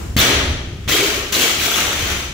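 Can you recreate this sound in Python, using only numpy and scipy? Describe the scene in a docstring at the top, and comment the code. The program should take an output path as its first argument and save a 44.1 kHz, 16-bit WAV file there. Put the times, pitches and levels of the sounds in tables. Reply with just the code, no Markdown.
"""In a hard-walled gym, an earlier noise fades away over a lumpy low rumble and steady air.
A barbell with rubber plates then lands on a wooden platform: a low push of dying tones and a swelling boom.
Right after, the loose steel sleeves clatter and clang, made of random knocks and ringing filters; the room rings on.
The bar bounces three times, each with its own thud and clatter, and then rolls with sharp ticks and thin rings.
A small two-port microphone hears it all, and its gain control turns loud moments down and recovers slowly."""
import sys
import numpy as np
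from scipy import signal
from scipy.fft import rfft, irfft
from scipy.io import wavfile
from scipy.ndimage import uniform_filter1d

SR = 44100
rng = np.random.default_rng(int(sys.argv[2]) if len(sys.argv) > 2 else 0)


def unload_wav(signal):
    """Save mono or channel-first audio to the path in sys.argv[1] as 16-bit WAV at rate SR, clipped to [-1, 1]."""
    wavfile.write(
        sys.argv[1],
        SR,
        np.round(np.clip(np.atleast_2d(signal).T, -1, 1) * 32767).astype(np.int16),
    )


N = 103105
TIME = np.arange(N) / SR  # seconds

# Background colour. Each row: frequency in Hz, relative level in dB per Hz.
RUMBLE_COLOUR = [(15, -40), (32, -7.5), (48, -20), (65, 1), (85, -5), (120, -7.5), (160, -8.5), (250, -13),
                 (390, -18), (500, -28), (3160, -70), (5000, -33.5), (16000, -51)]
# Loudness of the rumble over time. Each row: time in seconds, level in dB.
RUMBLE_LEVEL = [(0, -30), (.15, -26), (.22, -16.5), (.3, -54), (.35, -18), (.43, -21), (.53, -19.5),
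                (.62, -25.5), (.75, -29), (.92, -25), (1.01, -39), (1.1, -30.5), (1.31, -33), (1.65, -36),
                (1.86, -31), (1.96, -31), (2.02, -19.5), (2.09, -27), (2.16, -23), (2.22, -31),
                (2.34, -32.5)]
AIR_DB = -39.5  # steady part of the background above the rumble
RUMBLE_TOP_HZ = 130  # the rumble hands over to the air here
FADING_DB, FADING_DB_PER_S = -33, -54  # an earlier noise dying in the room
# How alike left and right are. Each row: frequency in Hz, likeness from 0 to 1.
LIKENESS = [(60, 0.97), (180, 1), (550, 0.8), (1400, 0)]

# The fall and the bounces. Each row: start in seconds, thud level in dB, thud tilt in dB per octave,
# boom level in dB, boom centre in Hz, boom spread in octaves, boom swell time in seconds,
# time for the boom to fall 60 dB in seconds, crack level in dB.
LANDINGS = [(0.1645, -11, -1, -14.5, 336, 0.6, 0.095, 0.96, -8),
            (.876, -19.5, -14, -7.5, 411, 0.33, 0.1, 0.48, -16),
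            (1.322, -31, -1, -10.5, 370, 0.58, 0.046, 0.32, -15.5),
            (1.589, -30, 0, -35, 600, .6, 0.057, 0.24, -19)]
# Tones of the plates pushing the platform. Each row: pitch in Hz, level in dB, time to fall 60 dB in seconds.
THUD_TONES = [(82.4, -10, 0.29), (116.7, 2, 0.17), (164, -3.5, 0.14), (210, 1.5, 0.11), (252, 0, 0.1)]
# Resonances of platform and plates. Each row: pitch in Hz, width in Hz, relative level in dB.
BOARDS = [(261, 40, 10), (348.9, 10.4, 1.5), (409, 17, -1), (523, 58, 6), (586, 50, 7), (780, 60, -4)]

# Sleeves and plates knocking on the bar. Each row: time in seconds, force in dB.
CLATTER_FORCE = [(.166, -53), (.17, -18), (.19, -6.5), (.225, -14.5), (.31, -13), (.5, -31), (.65, -47),
                 (.874, -43), (.882, -15.5), (.9, -10), (.93, -18.5), (1.0, -19.5), (1.06, -20),
                 (1.17, -24), (1.316, -40), (1.328, -17.5), (1.355, -19.5), (1.43, -18), (1.57, -27),
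                 (1.6, -18.5), (1.68, -19), (1.78, -17.5), (1.92, -21), (2.1, -22.5), (2.2, -28.5),
                 (2.34, -56)]
KNOCKS_PER_S, KNOCK_SPREAD_DB = 2500, 3
CLUMP_DB, CLUMP_S = 4.5, 0.0092  # uneven force: its depth, and the time it is smoothed over
CRACK_LAG_S, CRACK_FADE_S = 0.0017, 0.0046
# Brightness of the knocks. Each row: time in seconds, treble gain in dB.
TREBLE = [(.166, 2.5), (.26, 0.5), (.33, -6), (.876, -4), (.9, 4), (1.0, 4.5), (1.2, -2.5), (1.318, 6.5),
          (1.55, 4.5), (1.6, 5.5), (2.1, -1), (2.3, 3.5)]
TREBLE_HZ = 6450
# Colour of the broad clank. Each row: frequency in Hz, relative level in dB per Hz.
CLANK_COLOUR = [(88, -56), (150, -15.5), (321, -3.5), (979, -11.5), (1290, -5), (1660, -6), (3160, -4.5),
                (5050, -12), (6020, -12), (7700, -14.5), (8800, -24), (10200, -16.5), (12500, -25),
                (14600, -17.5), (16000, -16.5)]
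# Ringing modes of the steel. Each row: pitch in Hz, width in Hz, relative level in dB.
STEEL_MODES = [(1390, 490, -6), (1965, 72, -9), (2250, 34, -6), (2770, 300, -35), (3104, 30, -2.5),
               (3370, 200, -0.5), (3740, 260, -12.5), (4400, 76, -19), (5920, 88, -5), (10200, 310, -13)]
STEEL_DB = -5
BLOWS_PER_S, BLOW_SPREAD_DB = 150, 6  # fewer, harder blows ring each mode on its own
# Thin rings of the rolling bar. Each row: pitch in Hz, width in Hz, relative level in dB.
ROLL_RINGS = [(3020, 45, -21), (5850, 230, -8), (14420, 45, -12)]
ROLL_FROM_S, ROLL_RISE_S = 1.66, 0.22
# High ring of the bouncing bar: only the lighter bounces free it, and it weakens once the bar rolls.
SING_HZ, SING_WIDTH_HZ, SING_DB = 14010, 75, -9.5
SING_FROM_S, SING_LEFT = 0.8, 0.55  # start, and the share left in the roll

# Short bursts at one pitch: clangs, low knocks and booming bursts.
# Each row: start in seconds, level in dB, pitch in Hz.
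BURSTS = [(0.171, -19, 4400), (.184, -12, 3480), (.187, -15, 14300), (.194, -12, 3770), (.196, -20, 2670),
          (.217, -17, 3500), (.245, -25, 3000), (.29, -15, 2230), (.91, -18, 1950), (0.927, -16, 3100),
          (0.942, -14, 3240), (.945, -17, 397), (0.984, -17, 3350), (.998, -17.5, 2430),
          (1.026, -21.5, 395), (1.347, -16, 3950), (1.411, -18, 3100), (1.428, -14, 3220),
          (1.432, -20, 394), (1.437, -23, 2300), (1.467, -32, 2140), (1.597, -22, 2440), (1.641, -27, 3330),
          (1.713, -21, 1340), (1.737, -16, 3300), (1.776, -20.5, 1340), (1.915, -21, 1270)]
BURST_PEAK_S, BURST_WIDTH_HZ = 0.005, 420

# Echo time of the gym. Each row: frequency in Hz, time to fall 60 dB in seconds.
GYM_FADE = [(100, 0.69), (400, 1.0), (1500, 0.8), (4000, 0.81), (8000, 0.69), (15000, 0.29)]
GYM_DB, GYM_DELAY_S = -1, 0.006
TURNS_PER_S = 7  # how often three echo tails trade places, keeping the echo even
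PING_ROOM_DB = -12  # how much of the bursts and ticks reaches the room

# Single sharp knocks. Each row: start in seconds, level in dB, pitch in Hz.
TICKS = [(1.679, -16, 700), (1.688, -16, 8300), (1.762, -17, 7000), (2.126, -22, 9500)]
TICK_CYCLES = 1.2  # cycles until a tick peaks

# Colour of the two ports. Each row: frequency in Hz, left-over-right tilt in dB (record() shares it out).
PORT_TILT = [(60, 0), (500, 3), (1170, 2.5), (1790, 2.0), (2740, 6.5), (4190, -3.5), (6410, 8.5),
             (9810, -4), (15000, 10)]
KNEE_DB, SQUEEZE, RECOVER_DB_PER_S = -20.5, 0.25, 13  # SQUEEZE: dB turned down per dB above the knee
EDGE_HZ = 15730  # top of the recorded band


def amp(db):
    """Turn decibels into a plain factor."""
    return 10 ** (np.asarray(db) / 20)


def evened(x):
    """Scale a sound to an average power of 1."""
    return x / np.sqrt(np.mean(x ** 2) + 1e-20)


def read(points, hz):
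    """Read a table between its rows, along a logarithmic pitch scale."""
    f, value = np.transpose(points)
    return np.interp(np.log(hz + 1), np.log(f + 1), value)


def curve(table):
    """Draw straight lines through a table of times and values."""
    seconds, value = np.transpose(table)
    return np.interp(TIME, seconds, value)


def add(mix, s, sound):
    """Add a sound into the mix from a start time in seconds."""
    part = mix[round(s * SR):][:len(sound)]
    part += sound[:len(part)]


def colour(x, points, scale=1):
    """Filter a sound by a dB table, without any sound coming before its cause."""
    gain = amp(scale * read(points, np.fft.rfftfreq(4096, 1 / SR)))
    # folding the cepstrum forward in time gives the filter its earliest possible response
    cepstrum = irfft(np.log(gain))
    cepstrum[1:2048] *= 2
    cepstrum[2049:] = 0
    return signal.oaconvolve(x, irfft(np.exp(rfft(cepstrum))))[:N]


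def ring(x, hz, width):
    """Let one pitch ring: a two-pole resonance with a gain of 1 at its peak."""
    return signal.lfilter(*signal.iirpeak(hz, hz / width, SR), x)


def mode(x, hz, width, db):
    """Ring one steel mode, with narrow modes raised to make up for the little they let through."""
    return amp(db) * np.sqrt(2000 / width) * ring(x, hz, width)


def pair(size):
    """Make the spectra over time of two noises, as alike as two close ports hear them."""
    a, b = signal.stft(rng.standard_normal((2, size)), SR, nperseg=4096)[2]
    hz = np.fft.rfftfreq(4096, 1 / SR)
    same = np.clip(read(LIKENESS, hz), 0, 1)[:, None]
    return hz, np.array([a, same * a + np.sqrt(1 - same ** 2) * b])


def background():
    """Noise split into a lumpy low rumble and steady air, plus an earlier noise that fades evenly in dB."""
    hz, spectrum = pair(N)
    spectrum = spectrum * amp(read(RUMBLE_COLOUR, hz))[:, None]
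    low = 1 / (1 + (hz[:, None] / RUMBLE_TOP_HZ) ** 4)
    rumble = evened(signal.istft(spectrum * low, SR, nperseg=4096)[1][:, :N])
    air = evened(signal.istft(spectrum * (1 - low), SR, nperseg=4096)[1][:, :N])
    dull_noise = signal.lfilter([1], [1, -0.9], rng.standard_normal((2, N)))
    hiss = ring(rng.standard_normal((2, N)), 7300, 900)
    wash = evened(dull_noise + 2.3 * hiss) * amp(FADING_DB + FADING_DB_PER_S * TIME)
    return rumble * amp(curve(RUMBLE_LEVEL)) + air * amp(AIR_DB) + wash


def landings():
    """Plates push the platform with low dying tones, then a swelling boom shakes the boards."""
    out, t = np.zeros(N), np.arange(SR) / SR
    for s, thud_db, tilt_db, boom_db, centre_hz, octaves, swell_s, fade_s, _ in LANDINGS:
        push = np.zeros(SR)
        for hz, db, ring_s in THUD_TONES:
            tilt = tilt_db * np.log2(hz / THUD_TONES[1][0]).clip(0)  # only above the second tone
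            push -= amp(db + tilt - 60 * t / ring_s) * np.sin(2 * np.pi * hz * t)
        shake = rng.standard_normal(SR)
        boom = np.zeros(SR)
        for hz, width, db in BOARDS:
            away = np.log2(hz / centre_hz) / octaves
            boom += amp(db - 15.8 * away ** 2) * evened(ring(shake, hz, width))
        swell = 1 - np.exp(-(t / swell_s) ** 4)
        boom = evened(boom) * amp(boom_db - 60 * t / fade_s) * swell
        add(out, s, amp(thud_db) * push + boom)
    return out


def clatter():
    """One end of the bar: uneven, clumped knocks make a broad clank, and steel modes ring with them."""
    sizes = amp(KNOCK_SPREAD_DB * np.minimum(rng.exponential(1, N), 5)) * rng.choice([-1., 1.], N)
    knocks = sizes * (rng.random(N) < KNOCKS_PER_S / SR)
    span = round(CLUMP_S * SR)
    clumps = evened(uniform_filter1d(uniform_filter1d(rng.standard_normal(N), span), span))
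    force_db = curve(CLATTER_FORCE)
    knocks = evened(knocks * amp(CLUMP_DB * clumps)) * amp(force_db)
    # each landing adds a short crack of noise
    t = np.arange(400) / SR
    for s, *_, crack_db in LANDINGS:
        crack = rng.standard_normal(400) * np.exp(-t / CRACK_FADE_S)
        add(knocks, s + CRACK_LAG_S, amp(crack_db) * crack)
    dull = signal.lfilter(*signal.butter(2, TREBLE_HZ, fs=SR), knocks)
    knocks = dull + amp(curve(TREBLE)) * (knocks - dull)
    # separate random blows ring each steel mode
    steel = np.zeros(N)
    force = amp(force_db + STEEL_DB + CLUMP_DB * clumps)
    for hz, width, db in STEEL_MODES:
        blows = (rng.random(N) < BLOWS_PER_S / SR) * amp(BLOW_SPREAD_DB * rng.standard_normal(N))
        steel += mode(evened(blows) * force, hz, width, db)
    rolling = np.clip((TIME - ROLL_FROM_S) / ROLL_RISE_S, 0, 1)
    for hz, width, db in ROLL_RINGS:
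        steel += mode(knocks * rolling, hz, width, db)
    singing = np.where(TIME < SING_FROM_S, 0, 1 - rolling * (1 - SING_LEFT))
    steel += mode(knocks * singing, SING_HZ, SING_WIDTH_HZ, SING_DB)
    # dividing by the filter's response to one click keeps the clank's overall strength at 1
    click = np.zeros(N)
    click[0] = 1
    clank = colour(knocks, CLANK_COLOUR) / np.linalg.norm(colour(click, CLANK_COLOUR))
    return clank + steel


def bursts():
    """Clangs, low knocks and booming bursts: short noise rung twice at one pitch, swelling and dying."""
    out, u = np.zeros(N), np.arange(2500) / SR / BURST_PEAK_S
    for s, db, hz in BURSTS:
        rattle = rng.standard_normal(2500)
        for _ in range(2):
            rattle = ring(rattle, hz, BURST_WIDTH_HZ)
        add(out, s, amp(db) * evened(rattle) * u * np.exp(1 - u))
    return out


def tail():
    """A dense echo of noise, each pitch band dying at its own speed."""
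    _, spectrum = pair(SR)
    noise = signal.istft(spectrum, SR, nperseg=4096)[1][:, :SR]
    hz, t, bands = signal.stft(noise, SR, nperseg=256)
    fade = amp(-60 * t / read(GYM_FADE, hz)[:, None])
    out = signal.istft(bands * fade, SR, nperseg=256)[1]
    return np.pad(out, ((0, 0), (round(GYM_DELAY_S * SR), 0))) / np.linalg.norm(out[0])


def gym(x):
    """The hard walls answer with three echo tails that trade places, which keeps the echo even."""
    turn = 2 * np.pi * TURNS_PER_S * TIME
    out = np.zeros((2, N))
    for k in range(3):
        share = np.sqrt(2 / 3) * np.cos(turn + k * np.pi / 3)
        out += signal.fftconvolve((x * share)[None], tail(), axes=1)[:, :N]
    return out


def ticks():
    """Sharp knocks: sine tones that swell and die within a few cycles."""
    out, t = np.zeros(N), np.arange(800) / SR
    for s, db, hz in TICKS:
        u = t * hz / TICK_CYCLES
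        add(out, s, amp(db) * np.sin(2 * np.pi * hz * t) * u * np.exp(1 - u))
    return out


def scene():
    """Mix the direct sounds, their echoes and the background; each port hears some of the far bar end."""
    low = landings()
    ends = np.array([clatter(), clatter()])
    pings = bursts() + ticks()
    near = amp(-3.0) * (ends + 0.22 * ends[::-1]) + pings
    to_room = amp(-2) * ends.sum(0) + amp(PING_ROOM_DB) * pings + amp(-1.5) * low
    return low + near + amp(GYM_DB) * gym(to_room) + background()


def record(dry):
    """The microphone colours each port, turns loud moments down, clips softly and cuts the top."""
    left = colour(dry[0], PORT_TILT, scale=0.47)
    right = colour(dry[1], PORT_TILT, scale=-0.39)
    ports = np.array([left, right])
    power = uniform_filter1d((ports ** 2).mean(0), 600)
    power_db = 10 * np.log10(abs(power) + 1e-12)
    # the held level jumps up at once and falls back slowly
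    fall = RECOVER_DB_PER_S * TIME
    held_db = np.maximum.accumulate(power_db + fall) - fall
    over_db = np.maximum(held_db - KNEE_DB, 0)
    ducked = np.tanh(ports / amp(SQUEEZE * uniform_filter1d(over_db, 200)))
    top_cut = signal.firwin(511, EDGE_HZ, window=("kaiser", 9), fs=SR)
    return signal.oaconvolve(ducked, top_cut[None], "same")


dry = scene()
out = record(dry)
unload_wav(out)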